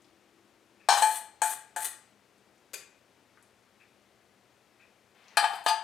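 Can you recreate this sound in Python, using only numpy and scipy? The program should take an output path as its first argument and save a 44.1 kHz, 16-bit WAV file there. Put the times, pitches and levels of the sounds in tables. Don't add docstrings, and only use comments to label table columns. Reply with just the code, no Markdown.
import sys
import numpy as np
from scipy import signal
from scipy.fft import rfft, irfft, next_fast_len
from scipy.io import wavfile

SR = 44100
rng = np.random.default_rng(int(sys.argv[2]) if len(sys.argv) > 2 else 0)


def wav_record(signal):
    frames = np.transpose(np.atleast_2d(signal))
    bounded = np.clip(frames, -1, 1)
    quanta = np.round(bounded * 32767).astype(np.int16)
    wavfile.write(sys.argv[1], SR, quanta)


N = 257181


def amp(db):
    return 10 ** (np.asarray(db) / 20)


def unit(x):
    return x / np.sqrt(np.mean(x ** 2) + 1e-20)


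def read(points, hz):
    point_hz, value = np.transpose(points)
    return np.interp(np.log(hz + 1), np.log(point_hz + 1), value)


def add(mix, s, sound):
    part = mix[max(round(s * SR), 0):][:len(sound)]
    part += sound[:len(part)]


def colour(x, spectrum):
    gain = amp(read(spectrum, np.fft.rfftfreq(len(x), 1 / SR)))
    return unit(irfft(rfft(x) * gain, len(x)))


def flat_noise(size):
    phases = 2j * np.pi * rng.random(size // 2 + 1)
    return unit(irfft(np.exp(phases), size))


def band_noise(size, centre_hz, octaves):
    hz = np.geomspace(50, 20000, 60)
    distance = np.log2(hz / centre_hz) / octaves
    band = np.column_stack([hz, -10 * np.log10(1 + distance ** 6)])
    return colour(flat_noise(size), band)


def fade(t60):
    return np.exp(-np.log(1000) * np.arange(SR) / SR / max(t60, 1e-3))


def die_away(x, t60s, factor=1):
    hz, t, bands = signal.stft(x, SR, nperseg=256)
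    decay_s = factor * read(t60s, hz)[:, None]
    return signal.istft(bands * amp(-60 * t / decay_s), SR, nperseg=256)[1][:len(x)]


# frequency in Hz, relative level per Hz in dB.
ROOM_NOISE = [(15, -58), (25, -33.5), (43, -15.5), (108, -1), (172, -6.5), (202, 5), (232, -1), (368, 1),
              (854, -4), (952, -5.5), (2400, -8.5), (3320, -12), (8600, -19.5), (14400, -27),
              (16500, -40.5)]
# frequency in Hz, rms level in dB before the microphone balance.
HUM_TONES = [(120, -84), (205, -85)]


def air(noise_db=-65, apart_db=-13, drone_hz=335, drone_db=-71):
    t, size = np.arange(N) / SR, next_fast_len(N, True)
    shared, apart = (colour(rng.standard_normal(size), ROOM_NOISE)[:N] for _ in range(2))
    noise = amp(noise_db) * (shared + amp(apart_db) * apart * np.array([[1], [-1]]))
    hum = sum(amp(db) * np.sqrt(2) * np.sin(2 * np.pi * hz * t) for hz, db in HUM_TONES)
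    band = [(drone_hz / 2, -50), (drone_hz * 0.83, -14), (drone_hz, 0), (drone_hz * 1.15, -12),
            (drone_hz * 2, -50)]
    drone = amp(drone_db) * colour(rng.standard_normal(size), band)[:N]
    return noise + hum + drone * np.interp(t, [.7, 1.1], [1, 0])


# start in seconds, level in dB, centre frequency in Hz.
PAN_TICKS = [(.02, -66, 7300), (.045, -64, 4000), (2.38, -67.5, 7450), (2.579, -68, 6950),
             (3.374, -52.5, 1520), (3.426, -59, 8400), (5.241, -63.5, 4540), (5.282, -55.5, 5000)]


def pan_ticks(octaves=0.35, t60=0.052):
    out = np.zeros(N)
    for s, db, centre_hz in PAN_TICKS:
        add(out, s, amp(db) * band_noise(SR, centre_hz, octaves) * fade(t60))
    return out


# frequency in Hz, time to fall by 60 dB in seconds.
KITCHEN_T60 = [(150, 0.34), (660, 0.51), (1740, 0.5), (4600, .43), (8000, 0.37), (12000, 0.25),
               (16000, 0.25)]


def kitchen(x, echoes_per_s=4000, apart_db=-9.0, build_s=0.002):
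    t = np.arange(SR) / SR
    echoes = rng.choice([-1., 1.], (2, SR)) * (rng.random((2, SR)) < echoes_per_s / SR)
    echoes *= 1 - np.exp(-t / build_s)
    shared, apart = (die_away(row, KITCHEN_T60) for row in echoes)
    tails = (shared + amp(apart_db) * apart * np.array([[1], [-1]])) / np.linalg.norm(shared)
    return signal.fftconvolve(x[None], tails, axes=1)[:, :N]


# frequency in Hz, relative level per Hz in dB.
CLOCK_COLOUR = [(900, -20.5), (1800, -2), (2150, -6.5), (2350, 4.5), (2600, 4.5), (2850, -13),
                (6000, -22.5), (10000, -43.5)]


def clock(first_s=.795, db=-56, rise_s=0.013, t60=0.35):
    out = np.zeros(N)
    swell = 1 - np.exp(-np.arange(SR) / SR / rise_s)
    for s in np.arange(first_s, N / SR, 1):
        add(out, s, amp(db) * colour(flat_noise(SR), CLOCK_COLOUR) * swell * fade(t60))
    return out


def treble_share(hz):
    return hz ** 2 / (hz ** 2 + 3000 ** 2)


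def clustered_modes():
    hz, knots = np.fft.rfftfreq(SR, 1 / SR), np.arange(0, SR / 2, 170)
    clusters_db = 5 * np.interp(hz, knots, np.clip(rng.standard_normal(len(knots)), -2, 2))
    return irfft(rfft(flat_noise(SR)) * amp(clusters_db * np.sqrt(treble_share(hz))), SR)


def thin_shell(x, cut_hz):
    return signal.sosfilt(signal.butter(N=3, Wn=cut_hz, btype="high", fs=SR, output="sos"), x)


PLACES = ("rim", "wall", "bottom")
# frequency in Hz, time to fall by 60 dB in seconds,
# then relative level in dB for a blow on the rim, on the wall and on the bottom.
RING_MODES = [ (680, 0.28, -2.5, -14.5, -4.5), (710, 0.39, -10, -16, -7.5), (819.4, 0.7, 2.5, -45, -4.5),
              (846, 0.32, -7, -10, -0.5), (870, 0.35, -15.5, 0, -3), (906.3, 0.2, -2, -29, -7),
              (1188, 0.24, -9.5, -25, -13), (1210, 0.26, -12, -35.5, -3.5), (1271, 0.55, -11, -25.5, -11.5),
              (1539, .4, -8.5, -38.5, -21), (1535, 0.35, -22.5, -22, -20), (1598, 0.53, -19.5, -31.5, -14),
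              (1680, .35, -22.5, -32, -4), (1697, 0.4, -10.5, -15, -32), (1810, 0.99, -20.5, -23.5, -18.5),
              (2360, 0.43, -7.5, -22, -16), (2479, 0.33, -19.5, -24.5, -13.5), (2974, 0.2, -17, -21.5, -20),
              (3085, 0.51, -12.5, -28.5, -12.5), (3200, 0.19, -25, -22, -23),
              (3785, 0.099, -3.5, -35.5, -17), (4236, 0.27, -20.5, -26, -12),
              (4190, 0.39, -24.5, -28.5, -13), (5544, .28, -32, -28.5, -27),
              (6030, 0.298, -26.5, -25, -17.5), (6570, 0.21, -10, -25, -46), (7750, 0.33, -28, -23, -15),
              (8000, .33, -13.5, -16, -37), (8580, 0.22, -19.5, -13.5, -21)]


def bowl_ring(place, treble_db, hold, cents):
    t = np.arange(SR) / SR
    hz, t60, *place_db = np.transpose(RING_MODES)
    hz = hz * 2 ** (cents / 1200)
    t60 = np.minimum(hold * t60, np.interp(hz, [2600, 6000], [.5, .3]))
    level_db = place_db[PLACES.index(place)] + treble_db * treble_share(hz)
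    size = amp(level_db) * rng.choice([-1, 1], len(hz))
    decay = np.exp(-np.log(1000) * t / t60[:, None])
    return size @ (np.sin(2 * np.pi * hz[:, None] * t) * decay)


# frequency in Hz, then relative level in dB for a blow on the rim, on the wall and on the bottom.
WEAK_MODES = [(148.8, -43, -26, -16), (510, -30.5, -17.5, -50), (617, -15.5, -12, -23.5), (710, 0, -2, 3),
              (970, -3.5, -19.5, -5.5), (1350, -13, -17, -12.5), (1670, -7, -2.5, -5.5),
              (1980, -22, -21, -17), (3105, -17.5, -26, -16), (4970, -18, -28.5, -17.5),
              (5340, -22.5, -37, -25), (6560, -18.5, -18.5, -31), (8365, -17, -13.5, -17.5),
              (16000, -43.5, -41, -45)]
# frequency in Hz, time to fall by 60 dB in seconds.
WEAK_MODES_T60 = [(250, 0.26), (800, 0.16), (3000, 0.3), (8000, 0.21), (15000, .16)]
# start in seconds, place, ring level in dB, clatter level in dB,
# crack level in dB, extra treble in dB, factor on the decay times of ring and clatter.
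BLOWS = [ (.8874, "rim", -24, -19, -20.5, -2.5, 0.82), (.903, "rim", -30, -29, -29, 7.5, 0.8),
         (.924, "rim", -35, -22, -30, -5.5, 1.03), (.972, "rim", -44, -26.5, -42, 0.5, 1),
         (1.0217, "wall", -15, -26, -31, -1, 0.9), (1.4182, "wall", -21.5, -25, -28.5, 2.5, .82),
         (1.7621, "wall", -31.5, -31.5, -29.5, -2, 0.82), (5.3708, "bottom", -22, -19.5, -21.5, 4, 0.71),
         (5.428, "bottom", -34, -31, -54, -9, 1.42), (5.441, "bottom", -29, -24.5, -54, -10, 0.57),
         (5.535, "bottom", -44, -37.5, -48, -10.5, 1.76), (5.6626, "bottom", -25.5, -23.5, -44, 0, 0.9),
         (5.686, "bottom", -32, -27.5, -37, 9.5, 0.44), (5.707, "wall", -20.5, -43, -41, -10.5, .72)]
REGRIP_S, REGRIP_CENTS = 5.6, 21.6


def clanks(crack_t60=0.038, bass_cut_hz=360, thud_db=-39, thud_hz=65, jolt_db=-24):
    ring, clatter, thuds = np.zeros((3, N))
    hz, *weak_db = np.transpose(WEAK_MODES)
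    thud = np.sin(2 * np.pi * thud_hz * np.arange(SR) / SR) * fade(.06)
    for s, place, ring_db, clatter_db, crack_db, treble_db, hold in BLOWS:
        cents = REGRIP_CENTS * (s > REGRIP_S)
        add(ring, s, amp(ring_db) * bowl_ring(place, treble_db, hold, cents))
        level_db = weak_db[PLACES.index(place)] + treble_db * treble_share(hz)
        spectrum = np.column_stack([hz, level_db])
        rattle = die_away(colour(clustered_modes(), spectrum), WEAK_MODES_T60, hold)
        add(clatter, s, amp(clatter_db) * rattle)
        crack = colour(clustered_modes(), spectrum) * fade(crack_t60)
        add(clatter, s, amp(crack_db) * crack)
        if crack_db > jolt_db:
            add(thuds, s, amp(ring_db + thud_db) * thud)
    return thin_shell(ring, bass_cut_hz), thin_shell(clatter, bass_cut_hz) + thuds


# start in seconds, frequency in Hz, level in dB,
# time to fall by 60 dB in seconds.
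HANDLE_PINGS = [(.889, 4160, -22, .28), (.889, 5466, -28, .28), (1.022, 4228, -33, .48),
                (5.372, 4753, -25, .2), (5.678, 4792, -26.5, .35)]


def spoon(rise_s=0.0027):
    out, t = np.zeros(N), np.arange(SR) / SR
    for s, hz, db, t60 in HANDLE_PINGS:
        rise = 1 - np.exp(-t / rise_s)
        add(out, s, amp(db) * np.sin(2 * np.pi * hz * t) * rise * fade(t60))
    return out


def stroke_pressure(start, leave, drag_db, lip_db, land_s=.005, swell_s=0.023, release_s=0.014):
    t = np.arange(N) / SR
    landing = np.clip((t - start) / land_s, 0, 1)
    near_lip = np.exp(-np.maximum(leave - t, 0) / swell_s)
    release = np.exp(-np.maximum(t - leave, 0) / release_s)
    return landing * amp(drag_db + (lip_db - drag_db) * near_lip) * release


# start in seconds, time of leaving the wall in seconds,
# level of the even drag in dB, level at the lip in dB.
SCRAPE_STROKES = [ (.935, 1.17, -39.5, -34), (1.43, 1.527, -37, -35.5), (1.764, 1.855, -41, -29.5),
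                  (5.437, 5.557, -61, -51.5), (5.636, 5.688, -58, -39)]
# frequency in Hz, relative level per Hz in dB.
SCRAPE_COLOUR = [(60, -55), (300, -35.5), (800, -11), (1700, -4.5), (2400, -10.5), (3400, -6),
                 (4300, -12.5), (5400, -17.5), (6500, -6), (8500, 5.5), (10500, -3.5), (13500, -7),
                 (16500, -28.5)]


def scrapes(slips_per_s=1800, spread_db=3, slip_t60=0.024, sing_db=-13, sing_treble_db=22,
            bass_cut_hz=250, spots=3):
    slips = (rng.random(N) < slips_per_s / SR) * rng.choice([-1, 1], N)
    slips = slips * amp(spread_db * np.minimum(rng.exponential(1, N), 4))
    pressure = sum(stroke_pressure(*stroke) for stroke in SCRAPE_STROKES)
    drive, spot = unit(slips) * pressure, rng.integers(0, spots, N)
    wall = np.diff(bowl_ring("wall", sing_treble_db, 0.99, 0))
    out = amp(sing_db) * signal.oaconvolve(drive, wall / np.linalg.norm(wall))[:N]
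    for k in range(spots):
        steel = colour(clustered_modes(), SCRAPE_COLOUR) * fade(slip_t60)
        out += signal.oaconvolve(drive * (spot == k), steel / np.linalg.norm(steel))[:N]
    return thin_shell(out, bass_cut_hz)


# start in seconds, level in dB,
# time to fall by 60 dB in seconds.
FOIL_SNAPS = [(2.7339, -40, 0.058), (2.7385, -35, 0.056), (2.742, -33.5, 0.041)]
# frequency in Hz, relative level per Hz in dB.
FOIL_COLOUR = [(88, -52), (150, -40), (361, -12), (422, -1.5), (675, -5), (790, -15), (888, -11),
               (2360, 0.5), (2920, -6.5), (5250, -6), (5680, -13), (6640, -1), (11500, -9), (12700, -7),
               (16000, -30)]


def foil_snaps():
    out = np.zeros(N)
    for s, db, t60 in FOIL_SNAPS:
        add(out, s, amp(db) * colour(flat_noise(SR), FOIL_COLOUR) * fade(t60))
    return out


# start in seconds, end in seconds, level at the start in dB, level at the end in dB.
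BOWL_RUSTLE = (5.148, 5.37, -66, -61)


def rustle(centre_hz=1430, octaves=1.05):
    out = np.zeros(N)
    start, end, start_db, end_db = BOWL_RUSTLE
    swell = amp(np.linspace(start_db, end_db, round((end - start) * SR)))
    add(out, start, swell * band_noise(SR, centre_hz, octaves)[:len(swell)])
    return out


def scene(ring_room_db=-11, clatter_room_db=-7, scrape_room_db=-5, pan_room_db=-3):
    bowl, clatter = clanks()
    ring, scrape = bowl + spoon(), scrapes()
    pan = pan_ticks() + foil_snaps() + rustle()
    sent = amp(ring_room_db) * ring + amp(clatter_room_db) * clatter
    sent += amp(scrape_room_db) * scrape + amp(pan_room_db) * pan
    return ring + clatter + scrape + pan + clock() + kitchen(sent) + air()


def record(dry, edge_hz=16750):
    balance = amp([[2.3], [-5.2]])
    low_pass = signal.firwin(301, edge_hz, window=("kaiser", 9), fs=SR)
    return signal.oaconvolve(dry * balance, low_pass[None], "same", axes=1)


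dry = scene()
out = record(dry)
wav_record(out)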